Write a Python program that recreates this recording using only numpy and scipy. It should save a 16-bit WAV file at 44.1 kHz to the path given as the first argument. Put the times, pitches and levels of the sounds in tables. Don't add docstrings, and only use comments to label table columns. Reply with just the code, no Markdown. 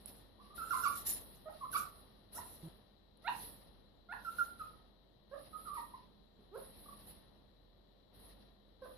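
import sys
import numpy as np
from scipy import signal
from scipy.fft import rfft, irfft, next_fast_len
from scipy.io import wavfile
from scipy.ndimage import uniform_filter1d, map_coordinates

SR = 44100
rng = np.random.default_rng(int(sys.argv[2]) if len(sys.argv) > 2 else 0)


def volts(x):
    e = np.asarray(x, float) / 20
    return 10 ** e


def transcribe(u):
    v = np.clip(np.atleast_2d(u).T, -1, 1)
    q = np.round(v * 32767).astype(np.int16)
    wavfile.write(sys.argv[1], SR, q)


N = 395577
STEP = 16
SNORT_FALL_DB_PER_S = 228

# (time [s], length [s], closed level [dB], open level [dB])
GRUNTS = [
    (1.455, 0.05, -52, -59),
    (2.346, 0.048, -62.5, -50),
    (3.241, 0.053, -51.5, -35.5),
    (4.087, 0.053, -60, -46),
    (5.31, .053, -52, -59.5),
    (6.51, .075, -53, -50),
    (8.818, 0.055, -58, -56),
]
# (time [s], peak [dB], floor ring [Hz], length [s])
PAWS = [
    (2.63, -53.5, 162.2, 0.055),
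    (6.388, -65, 206, 0.021),
]


def unit(x):
    return x / np.sqrt(np.mean(x ** 2) + 1e-20)


def along(points, hz):
    f, v = np.transpose(points)
    return np.interp(np.log(hz + 1), np.log(f + 1), v)


def wobble(rate):
    knots = rng.standard_normal(int(N * rate / SR) + 4)
    return map_coordinates(knots, [np.arange(N) * rate / SR])


def sides(db):
    return volts(np.array([db / 2, -db / 2]))


def rush(spectrum, balance, alike):
    m = next_fast_len(N)
    hz = np.fft.rfftfreq(m, 1 / SR)
    turn = np.arccos(np.clip(along(alike, hz), -1, 1)) / 2
    mid, side = rfft(rng.standard_normal((2, m))) * [np.cos(turn), np.sin(turn)]
    colour = volts(along(spectrum, hz)) * sides(along(balance, hz))
    pair = irfft(np.array([mid + side, mid - side]) * colour, m)[:, :N]
    return pair / np.std(pair.mean(0))


def mottled(x, depth_db):
    z = signal.stft(x, nperseg=512)[2]
    field = uniform_filter1d(rng.standard_normal(z.shape), size=5, axis=1)
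    field = uniform_filter1d(field, size=8, axis=2)
    return unit(signal.istft(z * volts(depth_db * unit(field)), nperseg=512)[1][:, :N])


def burst(s, rise, hold, fall_db_per_s):
    rise_db = 20.5
    t = np.arange(0, N, STEP) / SR - s
    rise = max(rise, 1e-3)
    rising = -rise_db * np.clip(1 - t / rise, 0, 1)
    falling = -fall_db_per_s * np.clip(t - rise - hold, 0, None)
    return (t > 0) * volts(rising + falling)


def airflow():
    # (time [s], hold [s], hiss [dB], wheeze under the hiss [dB])
    snorts = [(-.01, 0.0081, -69.5, -22.5), (0.057, 0.0043, -53.5, -23.5), (.54, .13, -56, -24),
              (0.938, 0.027, -47, -16.5), (1.05, .005, -35.5, -17), (1.074, 0.0074, -35.5, -14.5),
              (1.338, 0.003, -75, -8), (1.481, 0.51, -68, -26), (1.709, .02, -44.5, -22),
              (1.751, 0.016, -44, -15.5), (2.316, 0.0046, -55, -20), (2.332, 0.026, -49, -15.5),
              (3.164, .004, -87.5, -25), (4.102, 0.098, -72, -24), (6.53, .02, -69.5, -40),
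              (6.558, 0.12, -63, -38), (6.971, 0.1, -64.5, -27), (7.05, 0.033, -58, -25.5),
              (8.127, 0.053, -72.5, -30), (8.175, .1, -66, -25), (8.8, 0.043, -82, -24),
              (8.822, .11, -70.5, -27.5)]
    # (time [s], rise [s], hold [s], hiss [dB], wheeze under the hiss [dB])
    sniffs = [(0.128, 0.022, .02, -65.5, -19), (.36, .09, 0.012, -73, -30),
              (0.608, 0.13, .17, -48.5, -16.5), (2.402, 0.031, 0.11, -59, -18),
              (2.55, 0.063, 0.045, -66, -21.5), (3.22, .11, 0.024, -60, -17.5),
              (3.289, 0.081, .11, -54, -22), (4.17, 0.099, 0.071, -62, -19),
              (4.328, .03, 0.091, -57.5, -21.5), (4.538, 0.055, 0.058, -66, -24),
              (5.294, .11, 0.15, -68.5, -38), (5.489, 0.091, 0.11, -62, -33),
              (5.715, .03, 0.071, -58.5, -27), (6.361, 0.071, 0.0089, -87, -26.5),
              (6.62, .17, 0.14, -63, -33), (8.351, .04, 0.032, -79.5, -29), (8.622, .06, 0.009, -92.5, -25)]
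    # (hiss [dB], nasal rush [dB])
    rush_law = [(-102, -95), (-78.5, -78), (-61.5, -73), (-28, -49)]
    snort_rise_s, sniff_fall_db_per_s = 0.02, 145
    linger_db, linger_db_per_s = -19, 50
    puff_db, puff_db_per_s = -40, 97.5

    hiss, wheeze, tight_db = volts(-106), volts(-105), -25
    breaths = [(SNORT_FALL_DB_PER_S, s, snort_rise_s, *rest) for s, *rest in snorts]
    breaths += [(sniff_fall_db_per_s, *row) for row in sniffs]
    for fall, s, rise, hold, db, wheeze_db in breaths:
        blow = volts(db) * burst(s, rise, hold, fall)
        heard = blow + volts(db + linger_db) * burst(s, rise, hold, linger_db_per_s)
        tight_db = np.where(heard > hiss, wheeze_db, tight_db)
        hiss = np.maximum(hiss, heard)
        wheeze = np.maximum(wheeze, volts(wheeze_db) * blow)
    hiss_db = 20 * np.log10(hiss)
    puffs = sum(volts(open_db + puff_db) * burst(s, length, 0, puff_db_per_s) for s, length, _, open_db in GRUNTS)
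    rush_db = 20 * np.log10(volts(np.interp(hiss_db, *np.transpose(rush_law))) + puffs)
    return hiss_db, rush_db, 20 * np.log10(wheeze), tight_db


def nose(hiss_db, rush_db, wheeze_db, tight_db):
    # (frequency [Hz], density [dB per Hz])
    hard_hiss = [(8300, -68.5), (8900, -18.5), (10100, 1.5), (11200, 0.5), (12000, -5.5), (13000, -6),
                 (14200, -7), (14800, -12.5)]
    # (frequency [Hz], density [dB per Hz])
    soft_hiss = [(8300, -67.5), (8900, -18), (9500, -5), (10500, 4.5), (11500, -2), (12500, -5),
                 (14000, -21.5), (14800, -18.5)]
    # (frequency [Hz], density [dB per Hz])
    rush_colour = [(1100, -32), (1800, 4), (2400, -5.5), (2810, 0.5), (3200, -4.5), (3950, 6.5), (5300, -3),
                   (6200, -15.5), (6700, -57)]
    # (frequency [Hz], density [dB per Hz])
    wheeze_colour = [(4200, -40.5), (5300, -4.5), (6300, -8.5), (6740, -16), (7000, -6.5), (7300, -6),
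                     (7900, -10.5), (8900, -4.5), (9500, -42)]
    # (frequency [Hz], left-right [dB])
    nose_sides = [(2000, -3), (3000, 5.5), (4400, 6), (6000, -9), (8000, -6), (10500, 0), (14000, -1)]
    # (time [s], peak [dB], left-right [dB])
    smacks = [(0.0524, -77, -3), (0.0591, -31.5, -11), (0.064, -44, -15), (0.0714, -55, -3),
              (0.0954, -55, -4), (0.9667, -49, -2.5), (0.9881, -45, -8.5), (1.7144, -70, -7),
              (1.717, -34, -3), (2.3307, -45, 14), (1.349, -49, -3), (6.976, -46.5, 1), (3.1732, -57.5, -9)]
    apart = [(1000, 0.0058)]

    spit = volts(1.0 * wobble(900) + 0.52 * wobble(65))
    tightness = uniform_filter1d(tight_db + 27, size=900) / 22
    force = np.clip(0.65 + (hiss_db + 59.5) / 60 + tightness, 0, 1)
    hiss = force * rush(hard_hiss, nose_sides, apart)
    hiss += np.sqrt(1 - force ** 2) * rush(soft_hiss, nose_sides, apart)
    air = volts(hiss_db + 1.0) * mottled(spit * hiss, depth_db=4.0)
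    air += volts(rush_db + 2.2 * wobble(40)) * rush(rush_colour, nose_sides, apart)
    air += volts(wheeze_db + 5.5) * mottled(rush(wheeze_colour, nose_sides, apart), depth_db=4.5)
    t = np.arange(130) / SR
    for s, db, pan_db in smacks:
        tick = volts(db - 3.0 - 60 * t / 0.0075) * np.sin(2 * np.pi * 10500 * t)
        air[:, round(s * SR):][:, :len(t)] += tick * sides(pan_db)[:, None]
    return air


def opening(rush_db):
    # (nasal rush [dB], rumble let through [dB])
    rumble_law = [(-104, -75), (-75, -63.5), (-67, -57.5), (-54, -55)]
    opening_s, paw_opens_db = 0.061, -23
    presses = sum(volts(db + paw_opens_db) * burst(s, 0.0039, length, SNORT_FALL_DB_PER_S)
                  for s, db, _, length in PAWS)
    busy_db = 20 * np.log10(volts(rush_db) + presses)
    busy_db = uniform_filter1d(busy_db, size=max(1, round(opening_s * SR / STEP)))
    return np.interp(busy_db, *np.transpose(rumble_law))


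def background(rumble_db):
    # (frequency [Hz], density [dB per Hz])
    quiet = [(22, -15.5), (36, -13), (60, -8), (125, -9.5), (208, -12.5), (600, -14.5), (1270, -39.5),
             (1900, -32), (2450, -44), (3950, -24), (5200, -40.5), (7800, -66), (10500, -46), (14800, -50)]
    # (frequency [Hz], left-right [dB])
    quiet_sides = [(60, -1.5), (110, 5), (200, -0.5), (380, 0), (700, 5.5), (1290, -7.5), (2380, 21),
                   (4400, 15), (8120, 8.5), (15000, 15.5)]
    # (frequency [Hz], density [dB per Hz])
    rumble_colour = [(32, -52), (55, 0), (123, -4.5), (210, -3), (448, -7.5), (486, -6), (681, -9),
                     (1110, -14.5), (1500, -21), (2600, -33), (3380, -17), (5720, -120)]
    # (frequency [Hz], left-right likeness [-1..1])
    alike = [(60, 0.87), (240, 0.38), (950, 0.22), (3770, 0.01), (15000, -0.14)]
    # (frequency [Hz], width [Hz], level [dB],
    # left-right [dB])
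    narrow_bands = [(206.1, 11, -80.5, -3), (1845, 140, -95, 4), (4020, 300, -83.5, 20.5),
                    (12600, 200, -99, 0)]
    hum_hz, hum_level_db, hum_follows, hum_wander_db = 46, -71, 0.43, 2
    quiet_db = -66

    hum_db = hum_level_db + hum_follows * (rumble_db - rumble_db.mean()) + hum_wander_db * wobble(5)
    hum_phase = 2 * np.pi * np.cumsum(hum_hz * (1 + 0.023 * wobble(1.7))) / SR
    hum = np.sin(hum_phase + 0.5 * np.array([wobble(1.8), wobble(1.5)]))
    port_drift_db = 1.5 * np.array([wobble(12.0), wobble(16.0)])
    hum = volts(hum_db + 5.0 + port_drift_db) * hum * sides(-2.1)[:, None]

    still = volts(quiet_db - 6.5) * rush(quiet, quiet_sides, alike)
    rumble = volts(rumble_db - 2.0) * rush(rumble_colour, [(100, -7.0), (1000, 6.5)], alike)
    drones = 0
    for hz, w, db, pan_db in narrow_bands:
        band = [(hz - 3 * w, -120), (hz - 2 * w, -30), (hz, 0), (hz + 2 * w, -30), (hz + 3 * w, -120)]
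        drones = drones + volts(db) * rush(band, [(hz, pan_db)], alike)
    return still + rumble + volts(0.59 * (rumble_db + 72.5)) * drones + hum


def hall(x, gap):
    # (frequency [Hz], t60 [s])
    decay = [(300, 0.61), (1200, 0.73), (4000, 0.37), (12000, 0.6)]
    # (hold [s], fall [s], depth [dB])
    closing = (0.033, 0.12, -14)
    hz, t, z = signal.stft(rng.standard_normal((2, SR // 2)), SR, nperseg=256)
    tail = signal.istft(z * volts(-60 * t / along(decay, hz)[:, None]), SR, nperseg=256)[1]
    late = np.pad(x, (round(gap * SR), 0))
    echo = signal.fftconvolve(late[None], tail / np.linalg.norm(tail[0]), axes=1)
    hold, fall, depth_db = closing
    after = (np.arange(echo.shape[1]) - len(x)) / SR - hold
    return echo * volts(depth_db * np.clip(after / fall, 0, 1))


def calls(notes, poses, overtones, colour, jitter, lag):
    out, shake, flutter = np.zeros((2, N + SR)), wobble(300), wobble(500)
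    for note, (*_, pan_db, bright_db, wet_db) in zip(notes, poses):
        s, hz, db, roughness, flare_db, octave_db = np.transpose(note)
        start = round(s[0] * SR)
        t = np.arange(start, round(s[-1] * SR) + 260) / SR
        here = slice(start, start + len(t))
        rough = np.clip(np.interp(t, s, roughness), 0, 1)
        pitch = np.interp(t, s, hz) * (1 + jitter * rough * shake[here])
        phase = 2 * np.pi * np.cumsum(pitch) / SR
        edges = np.clip((t - t[0]) / 0.0057, 0, 1) * np.clip((t[-1] - t) / 0.0078, 0, 1)
        shape = np.sqrt(2) * volts(np.interp(t, s, db)) * edges * (1 - rough + rough * flutter[here])
        overtone_db = bright_db + np.interp(t, s, flare_db)
        direct = np.zeros((2, len(t)))
        for k, g in enumerate(overtones, 1):
            gain_db = g + overtone_db * (k > 1) + octave_db[0] * (k == 2) + along(colour, k * pitch)
            direct += shape * volts(gain_db) * np.sin(k * (phase + np.array([[-lag], [lag]])))
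        echo = volts(wet_db) * hall(direct[0], gap=.006)
        echo[:, :len(t)] += direct
        out[:, start:start + echo.shape[1]] += echo * sides(pan_db)[:, None]
    return out[:, :N]


def whine(row, pose):
    slide_from, dip_from, dip_to = 0.26, .5, .75
    early_slide, leaving_db = 0.21, -9.5
    (s, length, first, dip, last), (first_db, last_db) = row, pose[:2]
    shares = np.array([0, slide_from, dip_from, dip_to, 1])
    pitch = [first, first + early_slide * (dip - first), dip, dip, last]
    level = np.interp(shares, [0, dip_to, 1], [first_db, last_db, last_db + leaving_db])
    return np.transpose([s + length * shares, pitch, level, 0 * shares + 0.064, 0 * shares, 0 * shares])


def whines():
    # (time [s], length [s], first pitch [Hz], pitch at the dip [Hz], last pitch [Hz])
    whistles = [(0.387, 0.037, 980, 1147, 1155), (0.501, 0.06, 1160, 1240, 1310),
                (0.576, 0.065, 1414, 1317, 1460), (0.705, 0.068, 1437, 1043, 1500),
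                (0.833, 0.057, 1462, 1132, 1343), (1.607, 0.0485, 1150, 1041, 1275),
                (1.726, .046, 1574, 1134, 1462), (4.246, 0.056, 1403, 1356, 1410),
                (4.383, 0.05, 1420, 1382, 1370), (4.592, 0.037, 1370, 1273, 1277),
                (5.527, .046, 1276, 1242, 1266), (5.651, 0.06, 1332, 1177, 1170),
                (5.75, .056, 1258, 937, 885), (5.936, .02, 975, 1024, 1010),
                (6.855, 0.013, 1165, 1162, 1190), (6.884, .016, 1166, 1138, 1100)]
    # (first level [dB], last level [dB], left-right [dB], overtones [dB], hall [dB])
    poses = [(-66, -59.5, -5.5, -20.5, 2), (-59.5, -66.5, -4, -18, 3.5), (-51, -42, -9, -5, -0.5),
             (-34.5, -41, -9.5, -2, 0.5), (-36, -31.5, -9, 3.5, -2.5), (-51, -39.5, -4, -11, -2),
             (-53, -30.5, -6, 7.5, -1.5), (-48, -41.5, -6, -3, -3.5), (-36.5, -31, -6.5, -12, -8.5),
             (-52.5, -41, -3.5, -6, -1.5), (-58.5, -47, -11, -19, -3), (-57, -42.5, -8.5, -14, 0.5),
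             (-44, -44.5, -5, -1, -0.5), (-44.5, -47.5, -2, -7, -3.5), (-61, -57, -3, -30, -7),
             (-51, -52.5, -7, -22, 1)]
    overtones = [-0.5, -16.5, -29, -30.5]
    # (frequency [Hz], gain [dB])
    snout = [(1000, -0.5), (1900, 4), (2300, -9), (2800, -7.5), (4500, 1.5)]
    return calls(map(whine, whistles, poses), poses, overtones, snout, jitter=0.23, lag=0.61)


def grunt(row, pitch, octave_db):
    jaw_loosens, jaw_open = .55, .76
    swell_db_per_octave = 60
    s, length, closed_db, open_db = row
    first_db = closed_db - swell_db_per_octave * np.log2(pitch[1] / pitch[0])
    times = s + length * np.array([0, jaw_loosens, jaw_open, 1])
    level = [first_db, closed_db, open_db, open_db]
    roughness = [.06, .06, .35, .4]
    flare_db = [0, 3.5, 2.5, -14]
    return np.transpose([times, pitch, level, roughness, flare_db, 4 * [octave_db]])


def grunts():
    # (first [Hz], as the jaw loosens [Hz], jaw open [Hz], last [Hz])
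    pitches = [(612, 630, 800, 960), (600, 700, 920, 960), (635, 745, 880, 960), (680, 735, 860, 980),
               (510, 575, 650, 555), (345, 440, 565, 555), (535, 500, 595, 545)]
    octaves_db = [-2, 4, -8, 3.5, -3, 1.5, 0]
    # (left-right [dB], overtones [dB], hall [dB])
    poses = [(-5, -13.5, 2.5), (-7.5, -9, 1), (-7, 5, 0), (-5, 0.5, 0.5), (-6, -10, 3.5), (-4.5, -11.5, 1),
             (-6, -11, 2)]
    overtones = [0.5, 0, -3.5, -17.5, -15.5, -26.5]
    # (frequency [Hz], gain [dB])
    throat = [(300, 8), (900, 0), (1350, 9), (1700, -1), (2300, -8.5), (3100, -8.5), (4200, 5), (4800, -49)]
    notes = map(grunt, GRUNTS, pitches, octaves_db)
    return calls(notes, poses, overtones, throat, jitter=0.14, lag=0.14)


def paws():
    out = np.zeros((2, N))
    for s, db, hz, length in PAWS:
        t = np.arange(round(length * SR)) / SR
        note = np.sin(2 * np.pi * hz * t) + 0.33 * np.sin(2 * 2 * np.pi * hz * t)
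        note *= volts(db + 7.5) * np.sin(np.pi * t / length) ** 0.063
        out[:, round(s * SR):][:, :len(t)] += note * sides(-2.7)[:, None]
    return out


def scene():
    def every_sample(levels):
        return np.repeat(levels, STEP, axis=1)[:, :N]

    flow = airflow()
    hall_noise = background(*every_sample([opening(flow[1])]))
    return nose(*every_sample(flow)) + hall_noise + whines() + grunts() + paws()


def band_limit(x):
    return signal.sosfilt(signal.butter(12, 15680, fs=SR, output="sos"), x)


def record(dry):
    # (from [Hz], to [Hz], level under the hiss [dB])
    masked = (5900, 9300, -16)
    top_hz = 14600
    hz, _, z = signal.stft(dry, SR, nperseg=2048)
    power = uniform_filter1d(np.abs(z) ** 2, size=14, axis=1)
    low_hz, high_hz, under_db = masked
    mask = power[:, hz > high_hz][:, :200].mean(1, keepdims=True) * volts(2 * under_db)
    weak = (power < mask) & ((hz > low_hz) & (hz < high_hz))[:, None]
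    kept = signal.istft(z * ~weak * (hz < top_hz)[:, None], SR, nperseg=2048)[1][:, :N]
    return band_limit(kept)


dry = scene()
out = record(dry)
transcribe(out)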